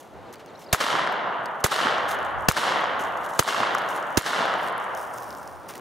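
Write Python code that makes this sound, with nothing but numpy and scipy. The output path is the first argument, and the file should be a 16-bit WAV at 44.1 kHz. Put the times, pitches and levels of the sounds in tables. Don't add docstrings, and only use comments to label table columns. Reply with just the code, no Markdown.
import sys
import numpy as np
from scipy import signal
from scipy.fft import rfft, irfft
from scipy.io import wavfile
from scipy.ndimage import uniform_filter1d

SR = 44100
rng = np.random.default_rng(int(sys.argv[2]) if len(sys.argv) > 2 else 0)


def wav_out(sig):
    wavfile.write(sys.argv[1], SR, np.round(np.clip(np.atleast_2d(sig).T, -1, 1) * 32767).astype(np.int16))


def voltage_ratio(level):
    return 10 ** (np.asarray(level, float) / 20)


N = 256088
T = np.arange(N) / SR
GRAIN_DECAY_S = 0.00062

FIRED = [
    .7286,
    1.6411,
    2.4856,
    3.3922,
    4.1728,
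]


def evened(x):
    return x / np.sqrt(np.mean(x ** 2) + 1e-20)


def read(points, hz):
    f, value = np.transpose(points)
    return np.interp(np.log(hz + 1), np.log(f + 1), value)


def add(mix, s, sound):
    part = mix[:, round(s * SR):][:, :sound.shape[-1]]
    part += sound[..., :part.shape[1]]


def panned(x, pan_db):
    return x * voltage_ratio(np.array([[pan_db / 2], [-pan_db / 2]]))


def coloured(x, points):
    hz = np.fft.rfftfreq(x.shape[-1], 1 / SR)
    return irfft(rfft(x) * voltage_ratio(read(points, hz)), x.shape[-1])


def paired(points, a, b):
    same = np.clip(read(points, np.fft.rfftfreq(len(a), 1 / SR)), -1, 1)
    mid = rfft(a) * np.sqrt(1 + same)
    side = rfft(b) * np.sqrt(1 - same)
    return irfft(np.array([mid + side, mid - side]), len(a)) / np.sqrt(2)


def since_shot():
    return np.min([np.where(T > s, T - s, 9) for s in FIRED], axis=0)


def breeze():
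    # frequency in Hz, level in dB.
    pines = [(53, -28), (90, -9), (210, -5.5), (316, -4.5), (345, -2.5), (786, -2), (858, -3.5),
             (2480, -21), (4360, -28), (4860, -32.5), (16000, -48)]
    level_db = -43.5
    a, b, u = rng.standard_normal((3, N))
    hush = evened(coloured(paired([(100, 0.72), (1000, 0.88), (8000, 0.9)], a, b), pines))
    gusts_db = 2.0 * evened(uniform_filter1d(uniform_filter1d(u, 3000), 3000))
    duck_db = np.maximum(25 - 22 * since_shot(), 0)
    hiss = voltage_ratio(-84) * coloured(np.array([a, b])[:, ::-1], [(3000, -5), (13000, -6), (15000, -15)])
    return hush * voltage_ratio(level_db + gusts_db - duck_db) + hiss


def rumble():
    # centre in seconds, level in dB, length in seconds.
    gusts = [
        (0.182, -40, .06),
        (.68, -53, .05),
        (1.56, -56, .07),
        (2.107, -39, 0.26),
        (2.405, -32, 0.13),
        (3.096, -40.5, 0.18),
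        (4.11, -59, .05),
        (4.72, -52, .1),
        (4.99, -41, .07),
        (5.45, -43, 0.26),
    ]
    calm_db = -54
    level = voltage_ratio(calm_db) + sum(voltage_ratio(db) * np.exp(-((T - s) / length) ** 2) for s, db, length in gusts)
    eddies = paired([(50, -0.78), (200, -0.33)], *rng.standard_normal((2, N)))
    lumps = coloured(eddies, [(15, -31), (40, -11), (80, -3.0), (130, -11), (300, -67)])
    return evened(lumps) * level * voltage_ratio(-12.0)


def rustle():
    # time in seconds, level in dB.
    walk = [(0, -62.5), (.34, -95), (.6, -73), (1.3, -78), (1.63, -71), (2.2, -63), (2.47, -74),
            (3.08, -65), (3.38, -58), (3.79, -63), (3.94, -59.5), (4.16, -63), (4.65, -60), (4.75, -69),
            (4.95, -60.5), (5.3, -58), (5.8, -66.5)]
    # start in seconds, length in seconds, level in dB.
    scuffs = [(0, 0.011, -49), (0.324, 0.02, -46.5), (0.38, 0.023, -62), (0.588, 0.051, -54),
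              (1.452, 0.012, -48), (1.598, 0.013, -49), (2.08, 0.062, -38.5), (2.248, 0.017, -58.5),
              (2.387, 0.079, -63), (2.99, 0.034, -44), (3.035, 0.047, -55), (3.166, 0.015, -54),
              (3.237, 0.023, -49), (3.284, 0.035, -56), (3.328, 0.2, -51.5), (3.748, 0.013, -63),
              (3.776, .015, -44), (3.885, 0.039, -45), (3.936, 0.044, -47), (4.065, 0.16, -68),
              (4.622, 0.066, -52), (4.797, 0.055, -59), (4.963, 0.088, -49.5), (5.13, 0.083, -53),
              (5.213, 0.1, -59), (5.06, .06, -64), (5.49, .15, -80), (5.682, 0.03, -42), (5.72, 0.062, -53)]
    # frequency in Hz, level in dB.
    far_grit = [(1470, -37), (2500, -19), (2790, 2.5), (3800, 2), (4910, -4), (6450, 2.5), (8000, -3.5),
                (9500, -3), (11900, -3), (14000, -8), (16000, -12)]
    # frequency in Hz, level in dB.
    near_cloth = [(2060, -38), (3500, -11), (4240, -17), (4780, -2), (5500, 1), (7800, -7), (9300, 0.5),
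                  (12000, -10), (14000, -3), (16000, -7)]
    duck_db, duck_s = 40, 0.3
    close_from_s, close_by_s = 3.8, 5.7
    crackles_per_s, crackle_db = 55, 8.5

    level = voltage_ratio(np.interp(T, *np.transpose(walk)) - duck_db * (since_shot() < duck_s))
    for s, length, db in scuffs:
        times = [s, s + 0.0043, s + 0.7 * length, s + 1.38 * length]
        level = level + voltage_ratio(db) * np.interp(T, times, [0.0012, 0.5, 0.55, 0.0002])
    a, b, u = rng.standard_normal((3, N))
    clumps = voltage_ratio(3.3 * evened(uniform_filter1d(u, 45)))
    raw = paired([(3000, 1.0), (9500, 1.0), (13000, 0.96)], a, b) * clumps
    close = np.interp(T, [close_from_s, close_by_s], [0, 1])
    distant_grains = evened(coloured(raw, [(1200, -40)] + far_grit))
    close_grains = evened(coloured(raw, [(1500, -30)] + near_cloth))
    grains = (1 - close) * distant_grains + close * close_grains
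    ticks = (rng.random(N) < crackles_per_s / SR) * rng.uniform(0.18, 1, N) * level
    bursts = signal.lfilter([voltage_ratio(crackle_db)], [1, -np.exp(-1 / (GRAIN_DECAY_S * SR))], ticks)
    return evened(grains) * (uniform_filter1d(level, 100) + bursts) * voltage_ratio(1.5)


def note(s, length, start_hz, end_hz, db):
    u = np.linspace(0, 1, round(length * SR))
    bend = 2.5 if end_hz > start_hz else 1.1
    hz = start_hz + (end_hz - start_hz) * (1 - (1 - u) ** bend)
    db = db + 1.2 * evened(uniform_filter1d(rng.standard_normal(len(u)), size=40))
    whistle = np.sin(2 * np.pi * np.cumsum(hz) / SR)
    return s, panned(voltage_ratio(db) * whistle * np.sin(np.pi * u) ** 0.7, 5.6)


def snap(s, db, hz):
    t = np.arange(512) / SR
    band = np.exp(-((np.fft.rfftfreq(512, 1 / SR) / hz - 1) / 0.16) ** 2) + 0.27
    noise = irfft(rfft(rng.standard_normal(512)) * band)
    tick = coloured(noise, [(hz / 5, -30), (hz / 2.3, 0)])
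    fade = np.exp(-t / GRAIN_DECAY_S)
    loudness = voltage_ratio(db - 4.5) * np.sqrt(np.mean(fade ** 2))
    return s, panned(loudness * evened(tick * fade), 2.0 * rng.standard_normal())


def puff(s, db, hz, length):
    t = np.arange(4096) / SR
    low = [(hz / 8, -50), (hz / 3, -20), (hz, 0)]
    high = [(hz * 3, -12), (hz * 12, -34), (max(16000, hz * 13), -50)]
    thud = coloured(rng.standard_normal(4096), low + high)
    return s, voltage_ratio(db) * evened(thud) * np.clip(t / 0.0064, 0, 1) * np.exp(-(t / length) ** 2)


def blast(s, db, length, shock_db, near_db, pan_db, ground_s, ground_db):
    # frequency in Hz, level in dB.
    slam_spectrum = [(120, -34), (200, -5), (558, -21), (800, -1.5), (1020, 1), (1500, -1), (3020, -12.5),
                     (5840, -11), (11700, -29), (16000, -15.5)]
    # frequency in Hz, level in dB.
    tail_spectrum = [(120, -22), (200, -6), (440, 6.5), (1910, 1.5), (5330, -9.5), (6760, -3),
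                     (8740, -10.5), (12200, -7), (16000, -23)]
    lead_s = .003
    t = np.arange(2048) / SR - lead_s
    a, b, c, d = rng.standard_normal((4, len(t)))

    pressure = paired([(1500, 0.037), (5000, 0.99), (9000, 0.96), (13000, .6)], a, b)
    slam = np.tanh(0.5 * evened(coloured(pressure, slam_spectrum))) / 0.67
    slam *= np.interp(t, [0, .0003, length, length + 0.0012], [0, 1, 1, 0])

    sizzle = np.diff(uniform_filter1d(c, size=3), prepend=0)
    lead = voltage_ratio(-18) * np.clip(1 + t / 0.0019, 0, 1) * (t < 0)
    lead_hiss = evened(uniform_filter1d(sizzle, size=6)) * lead
    crack = voltage_ratio(shock_db) * np.sin(2 * np.pi * 6200 * t) * np.exp(-abs(t - .0002) / 0.00011)
    shock = voltage_ratio(shock_db) * np.exp(-np.maximum(t, 0) / 0.0006) * (t >= 0)
    shock = shock + voltage_ratio(ground_db) * np.exp(-((t - ground_s) / 0.00047) ** 2)

    near = evened(coloured(paired([(500, 0.63), (9000, 0.86)], c, d), tail_spectrum))
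    dull = coloured(near, [(4000, -1.5), (9000, -3)])
    near = dull + (near - dull) * voltage_ratio(-500 * np.maximum(t - length, 0))
    near *= voltage_ratio(near_db - 625 * (t - length)) * np.clip((t - length + 0.00236) / 0.00018, 0, 1)
    hiss = lead_hiss + evened(sizzle) * voltage_ratio(-1.5) * shock
    return s - lead_s, panned(voltage_ratio(db) * slam, pan_db) + hiss + crack + near


def swing(s, ring_s, kick_db, slow_db, slow_hz, slow_s, ring_db, ring_hz, pan_db):
    t = np.arange(2048) / SR
    late = np.maximum(t - slow_s, 0)
    slow = -voltage_ratio(slow_db) * np.sin(2 * np.pi * slow_hz * late) * np.exp(-late / 0.0034)
    slow = signal.lfilter(*signal.butter(1, 40 / (SR / 2), "high"), slow)
    ring = voltage_ratio(ring_db) * np.cos(2 * np.pi * ring_hz * (t - ring_s))
    ring *= np.clip(1 + (t - ring_s) / 0.00075, 0, 1)
    ring *= np.exp(-(np.maximum(t - ring_s, 0) * ring_hz / 0.99) ** 3)
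    kick = -voltage_ratio(kick_db) * np.sin(2 * np.pi * np.minimum(230 * t, 1))
    return s, panned(slow, -3.5) + ring * voltage_ratio(np.array([[pan_db], [0]])) + kick * np.array([[1], [-.2]])


def returning(late, edge_db, swell_db, fall_db, rise_s):
    clearing_db, clearing_rise_db_per_s, edge_fall_db_per_s = -35, 102, 260
    swell_from_db, swell_s = -7, 0.11
    stand_s, stand_step_db = 0.23, -1
    thin_s, thin_db_per_s = 0.65, 10.5
    on = np.clip(1 + late / rise_s, 0, 1) ** 1.7
    clearing = voltage_ratio(clearing_db + clearing_rise_db_per_s * np.minimum(late, 0))
    edge = voltage_ratio(edge_db - edge_fall_db_per_s * np.maximum(late, 0))
    far = np.maximum(late - stand_s, 0)
    swell = swell_db + swell_from_db * np.clip(1 - late / swell_s, 0, 1)
    swell = swell + stand_step_db * np.minimum(far / 0.029, 1)
    swell = voltage_ratio(swell - fall_db * far - thin_db_per_s * np.maximum(late - thin_s, 0))
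    return (1 - on) * clearing + on * np.hypot(edge, swell)


def woods(shot, until, air_share, trees_s, *levels):
    # frequency in Hz, level in dB.
    tree_line = [(35, -64), (60, -16), (207, -13), (408, -8.5), (682, -2), (822, -4), (991, -1.5),
                 (1850, -5), (2520, -14), (2900, -8), (3760, -11), (4640, -15), (5720, -17), (10800, -25.5),
                 (16000, -35)]
    # frequency in Hz, loss in dB per second of path.
    air_loss = [(100, 1.5), (300, 8.5), (800, -2.5), (1500, 3), (2000, 13.5), (3000, 21), (5000, 56),
                (8000, 93), (13000, 119), (16000, 200)]
    # frequency in Hz, left-right likeness (-1 to 1).
    likeness = [(60, -1.24), (180, 0.51), (550, 0.83), (1650, 0.66), (3500, 0.88), (5000, 0.96),
                (7500, .997), (10500, 0.96), (13000, 0.56), (15000, 0.49)]
    t = np.arange(shot + .015, until, 1 / SR)
    a, b, u = rng.standard_normal((3, len(t)))
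    uneven_db = 1.3 + 2.1 * np.exp(-(t - shot) / .35)
    size = voltage_ratio(uneven_db * evened(uniform_filter1d(u, 60)))
    size /= np.sqrt(uniform_filter1d(size ** 2, 1500))
    pair = paired(likeness, a, b)
    hz, at, z = signal.stft(np.array([pair * size, pair * size ** .3]), SR, nperseg=512, noverlap=384)
    leafy = np.clip(read([(3000, 0.091), (7000, 0.87)], hz), 0, 1)[:, None]
    z = (1 - leafy) * z[0] + leafy * z[1]
    path = np.maximum(at - .09, 0)
    path /= 1 + path / 11.5
    shape = voltage_ratio(read(tree_line, hz)[:, None] - read(air_loss, hz)[:, None] * path * air_share)
    shape /= np.sqrt((shape[6:24] ** 2).sum(0) / len(hz))
    wash = signal.istft(z * shape, SR, nperseg=512, noverlap=384)[1][:, :len(t)]
    wash = coloured(wash, [(50, -40), (110, 1)])
    level = returning(t - shot - trees_s, *levels)
    return t[0], wash * level * signal.windows.tukey(len(t), .006)


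def trunk(s, db, hz, pan_db, bright=0.2):
    t = np.arange(300) / SR
    peak_s = .0006
    shape = (t / peak_s) * np.exp(1 - t / peak_s)
    edge = bright * uniform_filter1d(uniform_filter1d(rng.standard_normal(len(t)), size=4), size=3)
    ring = 0.27 * np.sin(2 * np.pi * hz * t) * np.exp(-t / 0.0025) * np.clip(1 - t / t[-1], 0, 1)
    slap = (np.cos(2 * np.pi * hz * (t - peak_s)) + edge) * shape
    echo = np.pad(coloured(slap + ring, [(200, -45), (600, 0.5)]), (0, 600))
    echo = signal.lfilter(*signal.butter(2, 200 / (SR / 2), "high"), echo)
    return s, panned(voltage_ratio(db + 2.5) * echo, pan_db)


def shots(mix):
    # overload in dB, its length in seconds, shock in dB, near tail in dB, pan in dB.
    blasts = [(-10.5, 0.0039, -7.5, -16, -1), (-13, 0.00353, -13, -16, 6), (-5, 0.0033, -10, -18.5, 2),
              (-7.5, 0.0054, -5, -21.5, 1), (-10.5, 0.0056, -10.5, -20.5, -7.5)]
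    # delay in seconds, level in dB, kick in dB.
    bounces = [(.002, -20, -22), (.002, -13, -25), (.0022, -13, -9), (.0031, -27, -19.5), (.0033, -16, -31)]
    # slow swing in dB, its Hz, its delay in seconds, ring in dB, its Hz, its pan in dB.
    diaphragms = [(-9, 115, .0034, -7, 640, -14), (-10, 115, .0038, -12, 520, -8),
                  (-8.5, 120, .0042, -8, 600, -14), (-13, 120, .0045, -4.5, 500, -18),
                  (-9.5, 120, .0052, -5, 350, -14)]
    ring_peaks = [.0018, .0018, .0024, .0016, .0019]
    # target board echo delay in seconds, its level in dB,
    # tree line delay in seconds, its level in dB, forest swell in dB.
    echoes = [(0.0179, -11, 0.078, -24, -25.5), (0.0214, -11.5, 0.076, -26.5, -25),
              (0.027, -13.5, 0.083, -26, -25), (0.0334, -18, .088, -27, -26),
              (.0388, -21, 0.096, -28.5, -26)]
    # board rattle in dB, bank boom in dB, fall of the far forest in dB per second,
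    # share of the air loss (0 to 1), rise of the tree line in seconds.
    distances = [(-28, -32.5, 9.5, 0.95, 0.0076), (-15, -30, 9, 0.99, 0.011),
                 (-16.5, -39, 10.5, 0.99, 0.0088), (-22, -31, 9, 0.98, 0.014),
                 (-25, -30.5, 9.5, 0.93, 0.026)]
    ends = [s + .002 for s in FIRED[1:]] + [N / SR]
    rows = zip(FIRED, ends, ring_peaks, blasts, bounces, diaphragms, echoes, distances)
    for s, end, ring_s, shot, ground, swings, echo, far in rows:
        board_s, board_db, trees_s, edge_db, swell_db = echo
        rattle_db, boom_db, fall_db, air_share, rise_s = far
        add(mix, *blast(s, *shot, *ground[:2]))
        add(mix, *swing(s, ring_s, ground[2], *swings))
        add(mix, *woods(s, end, air_share, trees_s, edge_db, swell_db, fall_db, rise_s))
        add(mix, *trunk(s + board_s, board_db, hz=1240, pan_db=-1, bright=0.41))
        add(mix, *snap(s + 1.275 * board_s, rattle_db, hz=9000))
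        add(mix, *puff(s + .208, boom_db, hz=226, length=0.026))


def ping(s, db, hz, t60):
    t = np.arange(2048) / SR
    modes = np.sin(2 * np.pi * hz * t) + 0.54 * np.sin(2 * np.pi * 1.1 * hz * t)
    return s, voltage_ratio(db - 60 * t / t60) * modes


def scene():
    # start in seconds, length in seconds, start in Hz, end in Hz, level in dB.
    trill = [(.266, .032, 4700, 3300, -60), (0.467, .045, 4900, 3400, -59), (.47, .03, 6500, 5600, -63),
             (.36, .013, 4900, 4400, -58), (.498, .01, 7800, 6500, -61), (0.549, .015, 3300, 4200, -50.5),
             (.55, .012, 4300, 5770, -57), (.572, .015, 4600, 5900, -56), (0.596, .013, 5000, 5850, -56),
             (.616, .012, 5100, 5700, -57), (0.638, .015, 4700, 5400, -54), (.66, 0.017, 4200, 4950, -51),
             (0.685, .016, 3580, 4670, -50), (0.713, 0.011, 3400, 4400, -46)]
    # start in seconds, level in dB, pitch in Hz.
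    twigs = [(0.328, -33, 5820), (.3386, -31, 5860), (0.357, -35, 4200), (.4614, -38, 6000),
             (1.1244, -31, 4700), (1.458, -27, 7500), (2.0807, -35, 4890), (2.115, -18, 4200),
             (2.2495, -31.5, 8010), (2.9971, -29, 6380), (3.0383, -27, 7150), (3.263, -28, 4230),
             (3.2979, -35, 9880), (3.7495, -20, 6330), (3.7843, -23, 6180), (3.889, -27, 5900),
             (3.963, -26, 9850), (4.027, -31, 6420), (4.6844, -28, 4150), (4.78, -28.5, 10300),
             (4.95, -25.5, 6900), (4.975, -26, 5630), (5.1403, -31, 8840), (5.1837, -26, 6570),
             (5.234, -33, 13000), (5.3062, -27, 4840), (5.3504, -31, 4960), (5.4764, -30.5, 5920),
             (5.738, -33, 5990), (5.756, -30, 5900), (5.691, -31, 2000), (5.699, -32, 1900),
             (5.709, -31, 2300), (5.738, -29, 2200), (5.756, -27, 1800), (5.768, -38, 2800),
             (5.779, -38, 2300), (3.235, -37, 4300), (3.246, -36, 4000), (3.298, -35, 4200),
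             (3.351, -36, 4200), (3.174, -37, 4500), (.4614, -38, 2800), (.357, -42, 2200)]
    # start in seconds, level in dB, pitch in Hz, length in seconds.
    footfalls = [
        (0.329, -46, 900, 0.036),
        (0.391, -48.5, 1500, 0.033),
        (0.609, -52, 2000, 0.024),
        (2.999, -28, 262, 0.012),
        (5.688, -41, 1270, 0.038),
        (5.748, -41.5, 1950, 0.014),
    ]
    # arrival in seconds, level in dB, pitch in Hz, pan in dB.
    large_trunks = [(.804, -20, 1460, 2), (0.866, -16.5, 1300, -2), (0.886, -17, 1440, -2),
                    (.953, -12, 1180, -8), (.993, -12, 1280, 1), (1.074, -14, 1420, 2),
                    (1.718, -16, 1210, 3), (1.762, -18, 1220, -4), (1.803, -14, 1230, -6),
                    (1.87, -9.5, 1340, -9), (1.91, -16, 1010, 1.5), (1.918, -28, 720, -4),
                    (1.982, -14.5, 1170, 1), (2.567, -17, 1530, 5), (2.634, -13, 1110, -3),
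                    (2.653, -16, 1240, -5), (2.690, -17, 1050, -8), (2.719, -21, 945, -6),
                    (2.759, -13, 1000, 6), (3.449, -25, 931, -.5), (3.488, -13.5, 1260, 8),
                    (3.526, -22, 1590, -3), (3.546, -13, 1040, -1), (3.565, -17.5, 1480, -2.5),
                    (3.603, -14.5, 830, -7), (3.633, -9, 1100, -4), (3.751, -8.5, 1240, 2),
                    (4.263, -23, 1300, 12), (4.275, -27, 1500, 0), (4.312, -25, 1100, 0),
                    (4.332, -15.5, 1460, -1), (4.419, -16.5, 1310, -7), (4.455, -15, 706, 1.5),
                    (4.53, -26, 1000, 0), (4.539, -13.5, 1270, 2), (2.722, -15, 1210, 0),
                    (2.841, -13, 1120, 2), (3.671, -18, 1100, 0), (.770, -38, 1200, 0),
                    (.785, -31, 1300, 0), (.811, -16, 1100, 0), (1.727, -14.5, 1210, 1),
                    (1.783, -18, 1200, -3), (3.477, -19, 1201, 0), (4.231, -34, 1200, 0),
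                    (2.543, -29, 900, 0), (2.698, -20, 900, -2), (2.576, -17, 1000, 0)]
    # start in seconds, level in dB, pitch in Hz.
    faint_grains = [(1.07, -36, 9000), (1.442, -46, 11000), (1.485, -45, 11000), (2.189, -32, 5930),
                    (2.23, -36, 5940), (2.311, -46, 9000), (2.384, -46, 6470), (2.408, -38, 8000),
                    (2.423, -40, 7000), (2.456, -41, 9000), (3.123, -38, 6000), (3.173, -37, 6010),
                    (3.209, -44, 6110), (3.234, -38, 5600), (3.246, -38, 6150), (3.3365, -31, 6000),
                    (3.819, -32, 5100), (3.8625, -39, 11300), (4.068, -38, 6900), (4.105, -35, 6980),
                    (4.617, -39, 9000), (4.726, -38, 7000), (4.8, -36, 8000), (4.843, -35, 8040),
                    (4.982, -36, 10000), (5.029, -33, 9500), (5.157, -42, 13000), (5.178, -31, 6000),
                    (5.291, -35, 10000), (5.328, -32, 5100), (5.37, -36, 13500), (5.384, -39, 12000),
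                    (5.43, -35, 5470), (5.56, -46, 6370), (5.69, -35, 7040), (5.697, -39, 5400),
                    (5.779, -28.5, 6380)]
    # start in seconds, level in dB, pitch in Hz, 60 dB decay in seconds.
    stones = [
        (1.458, -35, 4600, 0.022),
        (5.4764, -46, 5600, .012),
    ]
    # start in seconds, level in dB, pitch in Hz.
    scuff_grains = [(2.296, -46, 7000), (2.776, -38, 12000), (2.809, -37, 11000), (2.904, -49, 13000),
                    (3.008, -30, 6500), (3.018, -36, 7500), (3.022, -37, 9000), (3.047, -36, 6500),
                    (3.050, -34, 5800), (3.071, -42, 9000), (3.080, -43, 8000), (3.219, -44, 8200),
                    (3.254, -40, 10000), (3.291, -39, 7000), (3.307, -37, 9000), (3.320, -38, 8000),
                    (3.351, -38, 9000), (3.361, -35, 7500), (3.377, -34, 6700), (3.385, -30, 4200),
                    (3.738, -40, 12000), (3.954, -36, 10000), (3.970, -35, 7500), (4.000, -38, 10000),
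                    (4.127, -38, 8000), (4.148, -39, 6600), (4.160, -38, 6000), (4.590, -42, 12000),
                    (4.676, -30, 8000), (4.700, -39, 8500), (4.986, -38, 5500), (5.014, -38, 9000),
                    (5.144, -34, 8500), (5.172, -40, 7000), (5.207, -41, 13000), (5.225, -34, 5000),
                    (5.243, -40, 9500), (5.283, -41, 12000), (5.375, -35, 7000), (5.386, -37, 8500),
                    (5.392, -41, 8000), (5.399, -42, 7000), (5.434, -39, 5500), (5.514, -44, 6000),
                    (5.710, -41, 4500), (5.771, -36, 4200), (5.795, -43, 13000), (5.805, -35, 5500)]
    mix = breeze() + rumble() + rustle()
    shots(mix)
    events = [(note, trill), (snap, twigs), (puff, footfalls), (trunk, large_trunks),
              (snap, faint_grains), (ping, stones), (snap, scuff_grains)]
    for source, table in events:
        for row in table:
            add(mix, *source(*row))
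    return mix


def band_limit(x):
    return signal.sosfilt(signal.butter(12, 16980, fs=SR, output="sos"), x)


def record(dry):
    hz, _, z = signal.stft(np.tanh(dry), SR, nperseg=1024, noverlap=768)
    power = (abs(z) ** 2).mean(0)
    all_db = 10 * np.log10(power.sum(0) + 1e-14)
    top_db = 10 * np.log10(power[(hz > 13000) & (hz < 15800)].sum(0) + 1e-14)
    kept = np.clip((top_db - np.maximum(all_db - 48, -90)) / 7., 0, 1)
    edge_hz = 14600 + 1150 * uniform_filter1d(kept, size=5)
    z = z * voltage_ratio(-.2 * np.maximum(hz[:, None] - edge_hz, 0))
    notch_hz, notch_width_hz, notch_db = 2520, 30, -6
    z = z * voltage_ratio(notch_db * np.exp(-((hz[:, None] - notch_hz) / notch_width_hz) ** 2))
    finished = signal.istft(z, SR, nperseg=1024, noverlap=768)[1][:, :N]
    return band_limit(finished)


dry = scene()
out = record(dry)
wav_out(out)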